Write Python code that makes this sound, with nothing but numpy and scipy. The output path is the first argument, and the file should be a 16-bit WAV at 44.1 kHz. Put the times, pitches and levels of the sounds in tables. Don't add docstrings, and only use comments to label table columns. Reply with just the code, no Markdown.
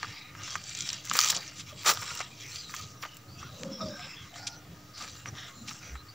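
import sys
import numpy as np
from scipy import signal
from scipy.io import wavfile

SR = 44100
rng = np.random.default_rng(int(sys.argv[2]) if len(sys.argv) > 2 else 0)


def unload_wav(signal):
    wavfile.write(
        sys.argv[1],
        SR,
        np.round(np.clip(np.atleast_2d(signal).T, -1, 1) * 32767).astype(np.int16),
    )


def convert_level_to_amplitude(level_db):
    exponent = np.asarray(level_db, float) / 20
    return 10 ** exponent


N = 270897


def rms_one(x):
    return x / np.sqrt(np.mean(x ** 2) + 1e-20)


def peak_one(x):
    return x / np.max(np.abs(x))


def band(x, low_hz, high_hz):
    sos = signal.butter(2, [low_hz, high_hz], "band", fs=SR, output="sos")
    return signal.sosfilt(sos, x + 1e-18)


def resonance(x, hz, width_hz):
    r = np.exp(-np.pi * width_hz / SR)
    zeros = np.array([1, 0, -1]) * (1 - r * r) / 2
    poles = [1, -2 * r * np.cos(2 * np.pi * hz / SR), r * r]
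    return signal.lfilter(zeros, poles, x + 1e-18)


def drift(rate_hz):
    r = np.exp(-80 * np.pi * rate_hz / SR)
    slow = signal.lfilter([1], [1, -2 * r, r * r], rng.standard_normal(N // 40 + 2002))[2000:]
    return np.interp(np.arange(N) / 40, np.arange(len(slow)), rms_one(slow))


def swells(starts, lengths, levels_db, rise, fall, rest_db):
    t = np.arange(0, N + 64, 64) / SR
    s, length, db = (np.array(v)[:, None] for v in (starts, lengths, levels_db))
    before, after = np.maximum(s - t, 0), np.maximum(t - s - length, 0)
    power = convert_level_to_amplitude(2 * (db - rise * before - fall * after))
    total_db = 10 * np.log10(power.sum(axis=0) + convert_level_to_amplitude(2 * rest_db))
    return np.interp(np.arange(N) / SR, t, total_db)


def coloured(spectrum, patchy_db, rate_hz):
    hz, level_db = np.transpose(spectrum)
    edges = np.geomspace(hz[0], hz[-1], 14)
    white, out = rng.standard_normal((2, N)), 0
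    for k, (low, high) in enumerate(zip(edges, edges[1:])):
        here_db = np.interp(np.log(low * high) / 2, np.log(hz), level_db)
        gaps = np.minimum(drift(rate_hz), 1)
        out = out + convert_level_to_amplitude(here_db + patchy_db * gaps) * band(white[k % 2], low, high)
    return rms_one(out)


# start in seconds, length in seconds,
# crisp level in dB, body in dB against crisp, air in dB against crisp.
TREADS = [(0.0, 0.16, -42, 0, -13), (0.392, 0.024, -41, -2.5, -8), (0.44, 0.037, -32, -16, -18),
          (0.508, 0.034, -33, -6.5, -24), (0.677, 0.081, -31.5, -17, -25),
          (0.772, 0.064, -33.5, -13.5, -12), (0.86, 0.071, -32, -11, -14),
          (1.061, 0.069, -31.5, -11.5, -15), (1.152, 0.04, -22.5, -6.5, -5),
          (1.188, 0.045, -22.5, -10, 0.5), (1.254, 0.07, -29.5, -8.5, 1), (1.364, 0.068, -36, -12, -9),
          (1.417, 0.11, -49.5, 0, -21), (1.67, 0.052, -45.5, -6, -4), (1.788, 0.081, -38, -13, -24),
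          (1.881, 0.027, -25.5, -23, 9), (1.906, 0.034, -35, -7, 1), (1.976, 0.086, -32.5, -7, -10),
          (2.077, .12, -33.5, -3.5, -12), (2.407, 0.14, -38.5, -20, -8.5), (2.514, 0.079, -39.5, -10.5, -8),
          (2.71, 0.097, -34, -10, -6.5), (3.026, 0.0077, -41.5, -6, 6), (3.4, 0.17, -44, -7, -9),
          (3.597, 0.52, -51.5, -18, -8), (3.966, 0.38, -52, 3.5, -21), (4.365, 0.02, -45, 1, -16),
          (4.479, 0.027, -71, -39, -16), (4.994, 0.089, -41, -13, -8), (5.156, 0.047, -48.5, -2.5, -2),
          (5.368, 0.12, -47.5, 3, -7), (5.692, 0.024, -37.5, -6.5, -5), (5.817, 0.14, -50, 1, -5)]
RISE_DB_PER_S, FALL_DB_PER_S = 485, 135
AIR_FALL_DB_PER_S = 600
STIR_CRISP_DB, STIR_BODY_DB, STIR_AIR_DB, STIR_LOW_DB = -59, -55, -80, -59.5
GROUND_DB = -26.5


def pressure():
    s, length, crisp_db, body_db, air_db = np.transpose(TREADS)
    parts = [(0, FALL_DB_PER_S, STIR_CRISP_DB),
             (body_db, FALL_DB_PER_S, STIR_BODY_DB),
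             (air_db, AIR_FALL_DB_PER_S, STIR_AIR_DB),
             (body_db + GROUND_DB, FALL_DB_PER_S, STIR_LOW_DB)]
    return [swells(s, length, crisp_db + rel_db, RISE_DB_PER_S, fall, rest_db) for rel_db, fall, rest_db in parts]


ZONES_HZ = [350, 800, 2200, 8200, 17500]
CRACKS_PER_S, TICKS_PER_S = 1800, 260
RUSTLE_DB, TICK_DB, AIR_TICK_DB = -1, -12, -20.4
SCRAP_SHARPNESS = 3.4
PATCHY_DB = 17


def crush():
    crisp_db, body_db, air_db, low_db = pressure()
    clump = drift(45)
    sizes = convert_level_to_amplitude(-np.minimum(rng.exponential(1, N), 4.5)) * rng.choice([-1, 1], N)
    cracks = sizes * (rng.random(N) < CRACKS_PER_S * convert_level_to_amplitude(3 * clump) / SR)
    ticks = sizes * (rng.random(N) < TICKS_PER_S / SR)
    dealt = rng.integers(0, 8, N)
    rub, out = rng.standard_normal((2, N)), 0
    for zone, level_db in enumerate([low_db - 4.5, body_db - 11, crisp_db - 5, air_db - 11]):
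        low, high = ZONES_HZ[zone], ZONES_HZ[zone + 1]
        is_air = zone == 3
        many = np.clip((level_db + 48) / 16, 0, .7)
        patches_db = PATCHY_DB * (not is_air) * (1 - .47 * many)
        layer = 0
        for k, hz in enumerate(low * (high / low) ** np.linspace(.06, .94, 8)):
            scrap = rms_one(resonance(cracks * (dealt == k), hz, hz / SCRAP_SHARPNESS))
            hiss = rms_one(resonance(rub[k % 2], hz, hz / (10 if is_air else 45)))
            gaps = np.minimum(drift(5), .7)
            layer = layer + hz ** .7 * convert_level_to_amplitude(patches_db * gaps) * (scrap + convert_level_to_amplitude(RUSTLE_DB) * hiss)
        tick = convert_level_to_amplitude(AIR_TICK_DB if is_air else TICK_DB) * rms_one(band(ticks, low, high))
        out = out + convert_level_to_amplitude(level_db) * rms_one(band(rms_one(layer) + tick, low, high))
    return out


# time in seconds, peak in dB, pitch in Hz, extra air in dB.
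RIB_SNAPS = [(.4348, -17, 5760, -30), (0.506, -13.5, 5950, -32), (0.639, -17.5, 6000, -34),
             (0.693, -17, 5800, -33), (0.7499, -9.5, 6300, -19), (0.807, -3.5, 6350, -32),
             (0.773, -12, 7400, -30), (0.7889, -10, 7700, -25), (0.8, -16, 5500, -30),
             (0.8217, -11, 6000, -30), (0.877, -16, 5560, -25), (.9420, -14, 5800, -30),
             (1.1075, -13, 4960, -30), (1.1314, -10, 7180, -25), (1.1442, -10, 6560, -25),
             (1.1945, -2, 5530, -27), (1.219, -5, 6200, -29), (1.226, -4, 6030, -27), (1.23, -5, 6300, -27),
             (1.3188, -5, 5530, -25), (1.363, -9, 6800, -30), (1.392, -30, 5000, -28),
             (2.1928, -14, 6530, -27), (5.0237, -16.5, 6000, -20), (5.086, -28, 5530, -28),
             (5.6926, -13, 5200, -22), (0.8903, -4, 5400, -35), (0.902, -7.5, 4200, -30),
             (0.9305, -9, 5760, -11), (1.0525, -18, 6340, -23), (3.903, -27, 6500, -22),
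             (3.874, -38, 7000, -22), (4.341, -25.5, 2970, -30), (1.098, -3.5, 6760, -42),
             (1.1744, -6, 7250, -16), (1.2048, 5, 6550, -27), (1.2129, 5.5, 6460, -27),
             (1.237, 1, 6300, -24), (1.2456, 1.5, 6300, -26), (1.2867, -0.5, 6860, -17),
             (1.2998, 0, 6800, -9), (1.3655, -4.5, 6700, -36), (1.3725, -7.5, 4630, -37),
             (2.1743, -13, 6100, -27), (2.7645, -13, 6200, -27), (3.022, -22, 5860, -20),
             (3.0257, -17, 5800, -40), (3.1688, -22, 7760, 4), (4.4713, -8, 5800, -26),
             (4.4757, -27, 5860, -25), (4.98, -19, 5010, -28)]
# time in seconds, peak in dB, pitch in Hz, extra body in dB.
TWIG_SNAPS = [(0.03, -13.5, 4160, 5), (0.046, -34, 2500, 13.5), (0.351, -32.5, 2570, 9),
              (0.478, -30, 2500, 8.5), (0.555, -13, 5840, 5.5), (0.852, -27, 5700, -13),
              (1.1133, -6, 2920, 1), (1.153, -15.5, 7440, 6), (1.19, 12, 4870, -13),
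              (1.327, -18.5, 2800, 5.5), (1.885, -10, 4930, -10), (2.106, -15, 2430, -12),
              (2.2046, -15, 5700, -5), (2.214, -11.5, 2310, -19), (2.6949, -26, 5990, 0),
              (2.74, -18, 6060, 3), (3.0365, -25.5, 2600, 11), (3.0508, -33, 3070, 12),
              (3.429, -31, 5870, 4), (3.798, -46, 2630, 2), (3.9949, -22.5, 2190, -6),
              (5.003, -27, 5330, 0), (5.078, -21, 6000, -6), (5.3527, -24, 3300, -7),
              (5.711, -38, 5000, 15.5), (5.955, -37.5, 2780, 15.5)]
# time in seconds, peak in dB, pitch in Hz, extra body in dB.
POPS = [
    (1.834, -17, 2380, -14),
    (1.973, -9.5, 3500, -4.5),
    (3.634, -9.5, 2820, -36),
    (4.36, -20, 3270, -5),
    (5.2584, -33, 1890, 19.5),
]
# time in seconds, peak in dB, pitch in Hz.
BLADE_SNAPS = [(1.478, -20, 6060), (1.5833, -20, 6900), (1.607, -20, 3020), (1.773, -32, 2820),
               (1.819, -28, 2520), (2.099, -20, 2570), (2.148, -27, 2470), (2.518, -22, 3900),
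               (2.559, -14.5, 4600), (3.8851, -22, 5240), (4.978, -28, 4630), (5.683, -16, 2770)]
# time in seconds, peak in dB, pitch in Hz.
EDGE_SNAPS = [(0.559, -24, 7500), (1.052, -19, 7500), (1.136, -4, 8100), (1.151, -27, 7500),
              (1.169, -2, 7900), (1.29, -13, 7500), (1.303, -0.5, 6960), (1.305, -3, 6900),
              (1.937, -11, 8150), (2.008, -24, 7500), (2.017, -19, 7500), (2.03, -29, 7540),
              (2.152, -15, 7950), (2.748, -17, 7550), (3.145, -30, 7000)]
# body in dB and air in dB against crisp, rattle t60 in seconds
RIB, TWIG, POP = (-28, -1.5, .014), (.59, -35, .015), (0, -25, .004)
BLADE, EDGE = (-49, -22, .055), (-40, 1, .018)
HARD_SHORTENS = .069


def breaks():
    rows = [(s, db, hz, 0, air_db, RIB) for s, db, hz, air_db in RIB_SNAPS]
    rows += [(*row, 0, TWIG) for row in TWIG_SNAPS]
    rows += [(*row, 0, POP) for row in POPS]
    rows += [(*row, 0, 0, BLADE) for row in BLADE_SNAPS]
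    rows += [(*row, 0, 0, EDGE) for row in EDGE_SNAPS]
    return [(s, db, hz, body_db + more_body_db, air_db + more_air_db, t60 * (2 - HARD_SHORTENS * (db + 12)))
            for s, db, hz, more_body_db, more_air_db, (body_db, air_db, t60) in rows]


def snaps():
    out, age = np.zeros(N + 3000), np.arange(3000) / SR
    leaf_top = signal.butter(4, 9000, fs=SR, output="sos")
    for s, peak_db, hz, body_db, air_db, t60 in breaks():
        burst = rng.standard_normal(3000) * convert_level_to_amplitude(-60 * age / np.clip(t60, .003, .06)) * .5
        burst[0] = 5.5
        dry_break = t60 < .011 and peak_db < -8
        wide = band(burst, min(.55 * hz, 2900), 8300)
        ring = (1 if dry_break else 4) * resonance(burst, hz, hz / 7)
        crisp = peak_one(band(wide + ring, 1400, 8300))
        crisp = peak_one(signal.sosfilt(leaf_top, crisp))
        body = peak_one(band(band(burst, 420, 6500), 620 if dry_break else 900, 2320))
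        air = peak_one(band(burst, 8200, 17500))
        at = round(s * SR)
        snap = crisp + convert_level_to_amplitude(body_db - 2.5) * body + convert_level_to_amplitude(air_db) * air
        out[at:at + 3000] += convert_level_to_amplitude(peak_db - 8.5) * snap
    return out[:N]


# start in seconds, length in seconds, crisp level in dB, body level in dB.
CRUNCHES = [(0.037, 0.008, -68, -43), (1.294, 0.012, -22, -42), (1.551, 0.058, -45.5, -65),
            (1.844, 0.0084, -35.5, -38.5), (1.854, 0.019, -20, -26.5), (1.868, 0.019, -23.5, -31.5),
            (1.886, 0.016, -22, -28.5), (1.903, 0.013, -31, -35.5), (1.149, 0.0094, -29.5, -32),
            (1.237, 0.0062, -31, -40), (1.253, 0.0074, -26, -39), (1.271, .007, -25.5, -44),
            (1.285, .003, -33, -45), (1.3457, 0.0043, -25.5, -58), (2.102, 0.015, -42, -45.5),
            (2.014, 0.017, -45, -40), (1.592, 0.009, -40, -62), (2.2, 0.0086, -37, -34),
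            (3.024, 0.0095, -76, -39.5), (3.048, 0.012, -55, -42), (3.784, 0.021, -74, -72),
            (4.464, 0.014, -31.5, -69), (4.963, 0.031, -47, -56), (4.997, 0.05, -43.5, -46),
            (5.073, 0.023, -56, -66), (5.25, 0.037, -47, -45.5), (5.673, 0.012, -38.5, -59)]


def crunches():
    t, out = np.arange(N) / SR, 0
    sizes_db = 1.5 * np.minimum(rng.exponential(1, N), 4) + 1.2 * drift(90)
    cracks = rng.standard_normal(N) * convert_level_to_amplitude(sizes_db)
    crisp = rms_one(band(band(cracks, 1450, 10200), 2680, 8500))
    body = rms_one(band(band(cracks, 160, 4140), 474, 3660))
    for s, length, crisp_db, body_db in CRUNCHES:
        rise_s, fall_s = min(.44 * length, .012), .0056 + .2 * length
        rise = np.clip((t - s) / rise_s, 0, 1) ** 2
        fall = np.exp(-np.maximum(t - s - length, 0) / fall_s)
        out = out + rise * fall * (convert_level_to_amplitude(crisp_db) * crisp + convert_level_to_amplitude(body_db) * body)
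    return out


# pitch in Hz, width in Hz.
HOLLOW = [(186, 74), (528, 38)]
# start in seconds, length in seconds, low mode in dB,
# upper mode in dB, grit in dB.
DRAGS = [(1.114, 0.027, -43, -78, -51), (1.888, 0.033, -46.5, -62, -39.5), (1.325, 0.054, -50, -81, -46),
         (3.538, 0.04, -76, -46.5, -64), (3.609, 0.023, -39, -39, -57.5), (3.653, 0.032, -37.5, -40, -54.5),
         (3.704, 0.024, -36, -39, -62), (3.809, 0.0069, -37, -40, -45), (3.82, 0.031, -33.5, -41.5, -58),
         (3.866, 0.027, -36.5, -46, -58), (3.925, 0.016, -43, -48, -59), (4.046, 0.019, -48, -57, -54)]


def scuff():
    tugs = rng.standard_normal(N) * (.13 + (rng.random(N) < 160 / SR))
    s, length, *columns = np.transpose(DRAGS)
    *levels, grit_db = [swells(s, length, c, rise=505, fall=328, rest_db=-99) for c in columns]
    out = convert_level_to_amplitude(grit_db) * rms_one(band(tugs, 290, 1090))
    for level_db, (hz, width_hz) in zip(levels, HOLLOW):
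        mode = resonance(resonance(tugs, hz, width_hz), hz, 3.2 * width_hz)
        out = out + convert_level_to_amplitude(level_db - 4) * rms_one(mode)
    return out


# start in seconds, length in seconds,
# first pitch in Hz, last pitch in Hz, level in dB.
SWISHES = [(.04, 0.4, 2303, 2223, -53.5), (2.412, 0.18, 1904, 3060, -52.5), (3.992, 0.17, 2425, 2160, -54),
           (4.002, 0.084, 3730, 3530, -47), (4.302, 0.33, 700, 868, -56), (4.332, 0.21, 3740, 6080, -51),
           (4.482, 0.097, 5670, 4210, -50), (4.93, 0.14, 4830, 4360, -48.5), (5.352, .17, 3550, 3400, -48),
           (5.362, 0.12, 1820, 1804, -52.5), (5.552, 0.23, 223.3, 245, -52.5),
           (5.802, 0.14, 2430, 2136, -56)]
# start in seconds, length in seconds,
# first pitch in Hz, last pitch in Hz, level in dB.
STROKES = [(.062, 0.3, 4000, 3820, -53), (.142, 0.077, 5470, 5230, -57), (1.662, 0.057, 2250, 2650, -55.5),
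           (2.51, 0.075, 4150, 4700, -45), (2.56, 0.079, 4800, 4900, -44.5), (3.93, 0.26, 5370, 5270, -49),
           (2.585, 0.13, 4320, 3850, -46), (2.42, 0.28, 1950, 2100, -63), (2.96, 0.14, 5720, 5600, -58),
           (0.002, 0.1, 7600, 7350, -61), (.13, 0.13, 4800, 4900, -54), (.195, 0.044, 2140, 2060, -70),
           (3.37, 0.13, 5700, 5770, -55), (3.355, 0.14, 2640, 2710, -56.5), (4.01, 0.24, 2630, 2620, -54.5),
           (4.03, 0.36, 2190, 2060, -71), (4.98, 0.12, 3660, 3520, -62), (5.1, 0.1, 6100, 5960, -57),
           (5.15, .1, 7100, 7200, -59), (5.26, 0.047, 5810, 5800, -48), (5.52, 0.17, 4240, 3870, -59),
           (2.3, 0.078, 2450, 2400, -57), (2.44, 0.26, 6230, 6020, -51), (3.065, 0.13, 2920, 2880, -56.5),
           (3.27, 0.09, 4230, 4870, -57), (3.3, 0.17, 4700, 4700, -57), (3.412, 0.08, 1270, 1527, -54),
           (3.695, 0.2, 5380, 5330, -44.5), (3.83, .17, 5300, 5350, -48.5), (3.8, 0.09, 3820, 3400, -50.5),
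           (3.89, 0.13, 3780, 3850, -53.5), (3.71, 0.078, 3380, 3300, -57), (3.95, .25, 7540, 7400, -59),
           (3.83, .09, 4750, 4800, -50), (3.882, 0.25, 1607, 1583, -53.5), (3.998, 0.22, 5200, 5000, -52),
           (4.152, 0.11, 3370, 3240, -48.5), (4.52, 0.094, 6000, 5900, -56.5),
           (5.36, 0.11, 5630, 5400, -56), (5.5, 0.23, 7070, 7040, -59), (5.82, 0.14, 5980, 5750, -55),
           (5.962, 0.07, 4000, 4060, -54), (6.07, .07, 4500, 4800, -53)]
# start in
# seconds, length in seconds, first pitch in Hz, last pitch in Hz, level in dB.
SQUEAKS = [
    (1.722, 0.048, 596, 610, -51.5),
    (3.797, 0.19, 657, 567, -44),
    (3.797, 0.047, 1250, 1280, -53),
    (4.525, .1, 1420, 1450, -64),
    (3.97, 0.074, 725, 724, -51.5),
    (4.302, 0.3, 704, 683, -59),
    (4.352, 0.33, 1440, 1410, -58.5),
]
SWISH_SHARPNESS, STROKE_SHARPNESS, SQUEAK_SHARPNESS = 4.1, 13.2, 34


def swishes():
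    out, broken = np.zeros(N + SR), drift(35)
    kinds = [(SWISHES, SWISH_SHARPNESS), (STROKES, STROKE_SHARPNESS), (SQUEAKS, SQUEAK_SHARPNESS)]
    events = [(*row, sharpness) for rows, sharpness in kinds for row in rows]
    for s, length, from_hz, to_hz, level_db, sharpness in events:
        width_hz = from_hz / sharpness
        noise = rng.standard_normal((2, SR // 2))
        way = np.linspace(0, 1, round(length * SR))
        low_pass = signal.butter(2, width_hz / 2, fs=SR, output="sos")
        flutter = signal.sosfilt(low_pass, noise)[:, -len(way):]
        phase = 2 * np.pi * np.cumsum(from_hz + (to_hz - from_hz) * way) / SR
        hiss = rms_one(flutter[0] * np.cos(phase) + flutter[1] * np.sin(phase))
        swell = np.minimum(way / .16, 1) * np.minimum((1 - way) / .4, 1)
        at = round(s * SR)
        patches_db = 2 * broken[at:at + len(way)]
        out[at:at + len(way)] += convert_level_to_amplitude(level_db + patches_db) * hiss * swell
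    return out[:N]


def thump():
    start_s, length_s, level_db, hz = 5.895, .1, -35.5, 65
    age = np.clip(np.arange(N) / SR - start_s, 0, length_s)
    return convert_level_to_amplitude(level_db) * np.sin(np.pi * age / length_s) * np.sin(2 * np.pi * hz * age)


# time in seconds, level in dB.
FOOTFALLS = [(.09, -48), (.42, -47), (.58, -45.5), (.73, -62), (.83, -46), (1.15, -54), (1.35, -46.5),
             (1.95, -48), (2.33, -48.5), (2.57, -52), (2.82, -48.5), (3.35, -49.5), (3.45, -47.5),
             (4.42, -54), (5.0, -50.5), (5.32, -43.5), (5.7, -67), (3.63, -47), (3.86, -44), (4.22, -52),
             (4.741, -42.5), (5.93, -61)]
# frequency in Hz, density in dB per Hz.
RUMBLE_COLOUR = [(15, -67), (25, -46), (38, -20), (73, -8), (100, 7), (150, 0), (209, -8), (302, -11.5),
                 (420, -35), (550, -54), (920, -120)]
# frequency in Hz, density in dB per Hz.
HUSH = [(180, -20), (300, -25.5), (346, 36.5), (964, -26), (1240, -34), (1780, 10), (5960, 17.5),
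        (9000, 11), (11700, -61), (19800, -120)]
RUMBLE_DB, HUM_DB, HUSH_DB = -53.5, -64.5, -61
HUM_HZ = 297.8


def background():
    s, db = np.transpose(FOOTFALLS)
    rumble_db = swells(s, 0 * s, db, rise=178, fall=200, rest_db=RUMBLE_DB)
    rumble = convert_level_to_amplitude(rumble_db + 2.2 * drift(7)) * coloured(RUMBLE_COLOUR, patchy_db=1.8, rate_hz=6)
    hum = resonance(resonance(rng.standard_normal(N), HUM_HZ, 3.4), HUM_HZ, 34)
    hush = coloured(HUSH, patchy_db=3.5, rate_hz=4.6)
    return rumble + convert_level_to_amplitude(HUM_DB) * rms_one(hum) + convert_level_to_amplitude(HUSH_DB) * hush


def scene():
    mid = crush() + snaps() + crunches() + scuff() + swishes() + thump() + background()
    side = convert_level_to_amplitude(-32) * mid * drift(60)
    return np.array([mid + side, mid - side])


def self_noise():
    shared, apart = rng.standard_normal((2, N))
    side = band(apart, 97, 5500) + .91 * band(apart, 25, 380) + .4 * band(apart, 9400, 13000) + .8 * apart
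    return convert_level_to_amplitude(-57.5) * shared + convert_level_to_amplitude(-63.5) * side * [[1], [-1]]


# frequency in Hz, width in Hz, gain in dB.
PORT = [(1580, 1680, 2.5), (1197, 49, 6), (1260, 80, 7), (6060, 800, 6), (6510, 320, -30), (7183, 320, 8.5),
        (7460, 12400, -10), (13330, 5250, -9), (14960, 560, 8)]


def microphone_port(x):
    for hz, width_hz, gain_db in PORT:
        x = x + (convert_level_to_amplitude(gain_db) - 1) * resonance(x, hz, width_hz)
    return x


def band_limit(x):
    return signal.sosfilt(signal.butter(12, 16650, fs=SR, output="sos"), x)


def record(dry):
    x = microphone_port(dry + self_noise())
    rounded = 1.436 * np.tanh(convert_level_to_amplitude(-1) * x / 1.358)
    top_cut = signal.ellip(10, .5, 70, 15700, fs=SR, output="sos")
    mix = signal.sosfilt(top_cut, rounded) - .0007
    return band_limit(mix)


dry = scene()
out = record(dry)
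unload_wav(out)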